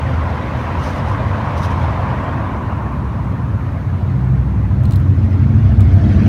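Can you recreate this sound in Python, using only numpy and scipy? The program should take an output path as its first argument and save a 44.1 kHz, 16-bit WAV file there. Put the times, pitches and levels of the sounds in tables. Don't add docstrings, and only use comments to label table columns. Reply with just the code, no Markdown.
import sys
import numpy as np
from scipy import signal
from scipy.fft import rfft, irfft
from scipy.io import wavfile
from scipy.ndimage import uniform_filter1d

SR = 44100
rng = np.random.default_rng(int(sys.argv[2]) if len(sys.argv) > 2 else 0)


def dump_mix(stems):
    frames = np.atleast_2d(stems).T
    limited = np.clip(frames, -1, 1)
    pcm = np.round(limited * 32767).astype(np.int16)
    wavfile.write(sys.argv[1], SR, pcm)


N = 276948
TIME, FREQS = np.arange(N) / SR, np.fft.rfftfreq(N, 1 / SR)

# time in seconds, four-stroke cycles per second.
IDLE_SPEED = [(0.0, 12.8), (2.8, 12.69), (3.9, 12.77), (5.3, 13.02), (5.8, 13.01), (6.28, 12.91)]
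# time in seconds, level in dB.
EXHAUST_RIDE = [(0, -31.5), (1.4, -25.5), (2.4, -28.5), (3.4, -23.5), (3.95, -23), (4.3, -15.5),
                (4.7, -16.5), (5.15, -13), (5.9, -12), (6.28, -14.5)]
# multiple of the cycle rate, then relative level in dB when
EXHAUST_HARMONICS = [(3, -28, -34.5, -25), (4, -18, -22.5, -32), (5, -1.5, -1, -2), (6, -9.5, -14, -9),
                     (7, -3, -2.5, 3), (8, -5, -0.5, -3), (9, -10.5, -20, -12.5), (11, -20, -5.5, -21.5),
                     (12, -8.5, -10.5, -18), (14, -8.5, -7.5, -27), (15, -24.5, -9.5, -23.5),
                     (16, -13, -18.5, -34.5), (19, -35, -23.5, -36), (21, -23, -21.5, -16.5),
                     (22, -22, -28, -26), (25, -24.5, -31, -24), (28, -22.5, -27.5, -32)]
TURN_TIMES = [3.6, 4.25, 4.75, 5.25]
# time in seconds, level in dB.
BURBLE_RIDE = [(0, -33), (3.5, -26), (4.3, -26.5), (5, -20), (5.6, -21), (6, -16), (6.28, -13)]
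# frequency in Hz, relative level in dB.
PIPE_EQ = [(25, -33), (45, -27.5), (62, -10), (80, -17), (105, -1.5), (130, -2), (165, -11.5), (210, -7.5),
           (240, -24.5), (280, -23.5), (400, -32), (700, -40.5), (1500, -81.5)]
# time in seconds, boom level in dB, clatter level in dB.
BAY_RIDE = [(0, -46.5, -51.5), (3.7, -46, -49.5), (4.13, -35, -46.5), (4.45, -43, -52.5), (5, -34, -45),
            (5.8, -33, -40.5), (6.1, -21, -35), (6.28, -19.5, -33)]
# frequency in Hz, relative level in dB.
BOOM_EQ = [(100, -16.5), (150, -6), (205, 5), (240, -13.5), (280, -2.5), (335, -11), (420, -17.5),
           (700, -38.5)]
# frequency in Hz, relative level in dB.
CLATTER_EQ = [(200, -28), (400, -4.5), (690, 1), (900, -19), (1400, -5), (2000, -7.5), (3200, -16),
              (4400, -22), (6200, -27), (7800, -39.5), (9500, -36.5), (10500, -47), (15000, -53.5)]
# frequency in Hz, relative level in dB.
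NEAR_TYRE_EQ = [(250, -7.5), (390, -13), (520, -3.5), (660, -3.5), (780, -5), (1000, -1.5), (1240, -8),
                (2040, -15), (3150, -25.5), (4200, -33), (6200, -42), (7800, -48.5), (9500, -52.5),
                (15000, -61)]
# frequency in Hz, relative level in dB.
FAR_TYRE_EQ = [(250, -1.5), (430, -8.5), (540, -4), (700, -5), (1050, -6), (1490, -11), (2210, -19),
               (3150, -30.5), (4200, -39), (7000, -49.5), (15000, -59)]
# start in seconds, end in seconds.
TYRE_CROSSFADE = [1.85, 2.85]
# time in seconds, level in dB.
RUMBLE_RIDE = [(0, -20), (2.3, -20), (3.2, -22.5), (4.2, -23.5), (6.28, -17)]
# frequency in Hz, relative level in dB.
RUMBLE_EQ = [(13, -69.5), (22, -33.5), (37, -31), (41, -14.5), (51, -12), (76, 0), (131, -0.5), (168, -13),
             (198, -12), (258, -10.5), (304, -16.5), (450, -25.5), (580, -43), (990, -120)]
# frequency in Hz, relative level in dB.
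HISS_EQ = [(1500, -1.5), (3000, -3.5), (4200, -2), (4900, -10.5), (6300, -7), (7600, -14.5), (9300, -11.5),
           (10400, -18), (11800, -14.5), (15500, -18)]
# peak time in seconds, half length in seconds, pitch in Hz, level in dB.
DRONE_SWELLS = [(0.123, .18, 80.9, -18), (0.717, 0.16, 80, -24.5), (1.2, 0.19, 84, -24.5),
                (1.754, .3, 86.5, -19), (3.55, .45, 97.6, -24.5), (5.099, 0.23, 98.5, -20.5),
                (5.852, 0.31, 99.2, -13.5)]
# peak time in seconds, half length in seconds, level in dB.
LEAF_BRUSHES = [(0.608, .05, -50), (.865, 0.063, -42), (.97, .035, -48), (1.098, .05, -49),
                (1.582, 0.017, -40.5), (1.644, 0.026, -39), (1.714, .018, -45), (1.83, 0.058, -53.5)]
# frequency in Hz, relative level in dB.
LEAF_EQ = [(1500, -19), (3000, 8), (4500, 0.5), (6000, 3.5), (7600, -13), (9200, -5), (10500, -16.5),
           (12500, -12), (15500, -22)]
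# multiple of the cycle rate, base level in dB
# before and after the rise, midpoint of the rise in seconds, its time scale in seconds.
COURTYARD_HUMS = [(10, -45, -27, 3.2, .12), (17, -41.5, -24.5, 5.2, 0.024)]
# start in seconds, relative level in dB, lift above 10 kHz in dB,
# ring against snap in dB.
CLICK_CUES = [(4.835, -38, 1, -15), (4.854, -33, -3, 6.5), (4.890, -45, 9, -15), (4.908, -28, -6, -4),
              (4.921, -28.5, -4, -10), (4.935, -29.5, -5, -1), (4.958, -28, 2, -2), (4.998, -39, 4, -12),
              (5.806, -28.5, -4, -20), (5.938, -37, 4, -20)]
# frequency in Hz, relative level in dB.
CLICK_EQ = [(1200, -14), (3200, 3.5), (4300, 0.5), (6000, -6.5), (8500, -3), (10500, -5), (12500, -7),
            (15500, -3.5)]


def amp(db):
    return 10 ** (np.asarray(db) / 20)


def unit(x):
    return x / np.sqrt(np.mean(x ** 2) + 1e-20)


def curve(rows, column=1):
    columns = np.transpose(rows)
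    return np.interp(TIME, columns[0], columns[column])


def swell(peak_s, half_s):
    return np.exp(-((TIME - peak_s) / half_s) ** 2)


def fade_in(mid_s, scale_s):
    return .5 + .5 * np.tanh((TIME - mid_s) / scale_s)


def noise():
    return rng.standard_normal(N)


def wander(rate_hz):
    return unit(irfft(rfft(noise()) * np.exp(-(FREQS / rate_hz) ** 2) * (FREQS > 0), N))


def noise_band(hz, width_hz):
    return unit(irfft(rfft(noise()) / (1 + ((FREQS - hz) / width_hz) ** 2) ** 2, N))


def equalise(x, eq):
    hz, db = np.transpose(eq)
    f = FREQS + 1
    skirts = np.minimum(f / hz[0], 1) ** 2 * np.minimum(hz[-1] / f, 1) ** 2
    gain = amp(np.interp(np.log(f), np.log(hz), db))
    return unit(irfft(rfft(x) * gain * skirts, N))


def shimmer(x, depth_db, size=5):
    spectrum = signal.stft(x, nperseg=1024, noverlap=768)[2]
    flicker = uniform_filter1d(rng.standard_normal(spectrum.shape), size, axis=1)
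    patches = unit(uniform_filter1d(flicker, size, axis=0))
    return signal.istft(spectrum * amp(depth_db * patches), nperseg=1024, noverlap=768)[1][:N]


def exhaust(cycles, waver_db=2.5, drift_rad=.2):
    view = np.interp(TIME, TURN_TIMES, [0, 1, 1.2, 2])
    note, power = np.zeros(N), np.zeros(N)
    for multiple, *view_db in EXHAUST_HARMONICS:
        gain = amp(np.interp(view, [0, 1, 2], view_db))
        phase = 2 * np.pi * (multiple * cycles + rng.random()) + drift_rad * wander(4.9)
        note += gain * amp(waver_db * wander(2.4)) * np.cos(phase)
        power += gain ** 2 / 2
    return note / np.sqrt(power) * amp(curve(EXHAUST_RIDE))


def burble(cycles, cylinders=8):
    firings = np.diff(np.floor(cylinders * cycles + .2 * wander(60)), prepend=0)
    return equalise(firings * noise(), PIPE_EQ) * amp(curve(BURBLE_RIDE))


def engine_bay(cycles, pulse_depth=.095, cylinders=8):
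    pulse = 1 + pulse_depth * np.cos(2 * np.pi * cylinders * cycles)
    boom = equalise(noise(), BOOM_EQ)
    clatter = equalise(shimmer(noise() * pulse, depth_db=4), CLATTER_EQ)
    return boom * amp(curve(BAY_RIDE)) + clatter * amp(curve(BAY_RIDE, column=2))


def passing_car(nearest_s=1.985, approach_s=3.2, leave_s=.52, tyres_db=-25, far_traffic_db=-38):
    gone = np.interp(TIME, TYRE_CROSSFADE, [0, 1])
    distance = np.hypot(1, (TIME - nearest_s) / np.where(TIME < nearest_s, approach_s, leave_s))
    level = np.hypot(amp(tyres_db) / distance, amp(far_traffic_db))
    grit = shimmer(noise(), depth_db=2.2)
    roar = (1 - gone) * equalise(grit, NEAR_TYRE_EQ) + gone * equalise(grit, FAR_TYRE_EQ)
    facing = 1 / (1 + ((TIME - 2.1) / .86) ** 2)
    tread = noise_band(hz=1015, width_hz=250) * amp(-29.5) * facing
    return roar * level + tread


def traffic_rumble():
    return equalise(noise(), RUMBLE_EQ) * amp(curve(RUMBLE_RIDE))


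def hiss(level_db=-57.5):
    return amp(level_db) * equalise(shimmer(noise(), depth_db=1), HISS_EQ)


def drone(waver_db=1.5, drift_rad=.27, glide_hz_per_s=.45):
    tone = np.zeros(N)
    for peak_s, half_s, hz, db in DRONE_SWELLS:
        pitch_hz = hz + glide_hz_per_s * (TIME - peak_s)
        phase = 2 * np.pi * (np.cumsum(pitch_hz) / SR + rng.random())
        tone += amp(db) * swell(peak_s, half_s) * np.sin(phase + drift_rad * wander(4.5))
    return np.sqrt(2) * tone * amp(waver_db * wander(4.1))


def tick(first_s=.235, period_s=1.0034, decay_s=.004, level_db=-56.5):
    age = (TIME - first_s) % period_s
    return amp(level_db) * np.exp(-age / decay_s) * noise_band(hz=7900, width_hz=800)


def leaves(grains_per_s=7000, spread_db=2, stir_db=-57.5):
    grains = noise() * (rng.random(N) < grains_per_s / SR)
    grains *= amp(spread_db * np.minimum(rng.exponential(1, N), 4))
    brushes = sum(amp(db) * swell(peak_s, half_s) for peak_s, half_s, db in LEAF_BRUSHES)
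    stir = amp(stir_db) * (1 - fade_in(mid_s=1.88, scale_s=.097))
    return equalise(shimmer(grains, depth_db=2.5), LEAF_EQ) * np.hypot(brushes, stir)


def ping(start_s=.992, hz=5050, decay_s=.008, level_db=-40):
    age = np.maximum(TIME - start_s, 0)
    return amp(level_db) * np.exp(-age / decay_s) * np.sin(2 * np.pi * hz * age)


def courtyard_hum(cycles, waver_db=3, drift_rad=.38):
    tones = []
    for multiple, before_db, after_db, mid_s, scale_s in COURTYARD_HUMS:
        db = before_db + (after_db - before_db) * fade_in(mid_s, scale_s) + waver_db * wander(4.5)
        phase = 2 * np.pi * (multiple * cycles + rng.random()) + drift_rad * wander(2.3)
        tones.append(np.sqrt(2) * amp(db) * np.sin(phase))
    low, high = tones
    turn_db = 3 * fade_in(mid_s=3.9, scale_s=.4)
    hot_spot_db = 7 * swell(peak_s=4.26, half_s=.14)
    return high + low * amp(turn_db + hot_spot_db)


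def clicks(attack_s=.001, decay_s=.0014, tail_db=-17, tail_s=.014, ring_hz=4130, ring_s=.003):
    track = np.zeros(N)
    for start_s, db, lift_db, ring_db in CLICK_CUES:
        age = np.maximum(TIME - start_s, 0)
        release = np.exp(-age / decay_s) + amp(tail_db) * np.exp(-age / tail_s)
        envelope = (1 - np.exp(-age / attack_s)) * release
        eq = [(hz, band_db + lift_db * (hz > 10000)) for hz, band_db in CLICK_EQ]
        snap = envelope / envelope.max() * equalise(noise(), eq)
        ring = amp(ring_db) * np.exp(-age / ring_s) * np.sin(2 * np.pi * ring_hz * age)
        track += amp(db) * (snap + ring)
    return track * amp(-8)


def growl(level_db=-40.5, waver_db=4):
    level = amp(level_db + waver_db * wander(8)) * fade_in(mid_s=5.66, scale_s=.05)
    return level * noise_band(hz=665, width_hz=100)


def scene():
    cycles = np.cumsum(curve(IDLE_SPEED)) / SR
    engine = exhaust(cycles) + courtyard_hum(cycles) + burble(cycles) + engine_bay(cycles) + growl()
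    background = hiss() + drone() + passing_car() + traffic_rumble()
    details = leaves() + ping() + tick() + clicks()
    return (engine + background + details)[None]


def record(dry, cutoff_hz=15850):
    clipped = dry / (1 + dry ** 12) ** (1 / 12)
    low_pass = signal.firwin(511, cutoff_hz, window=("kaiser", 9), fs=SR)
    return signal.oaconvolve(clipped, low_pass[None], "same")


dry = scene()
out = record(dry)
dump_mix(out)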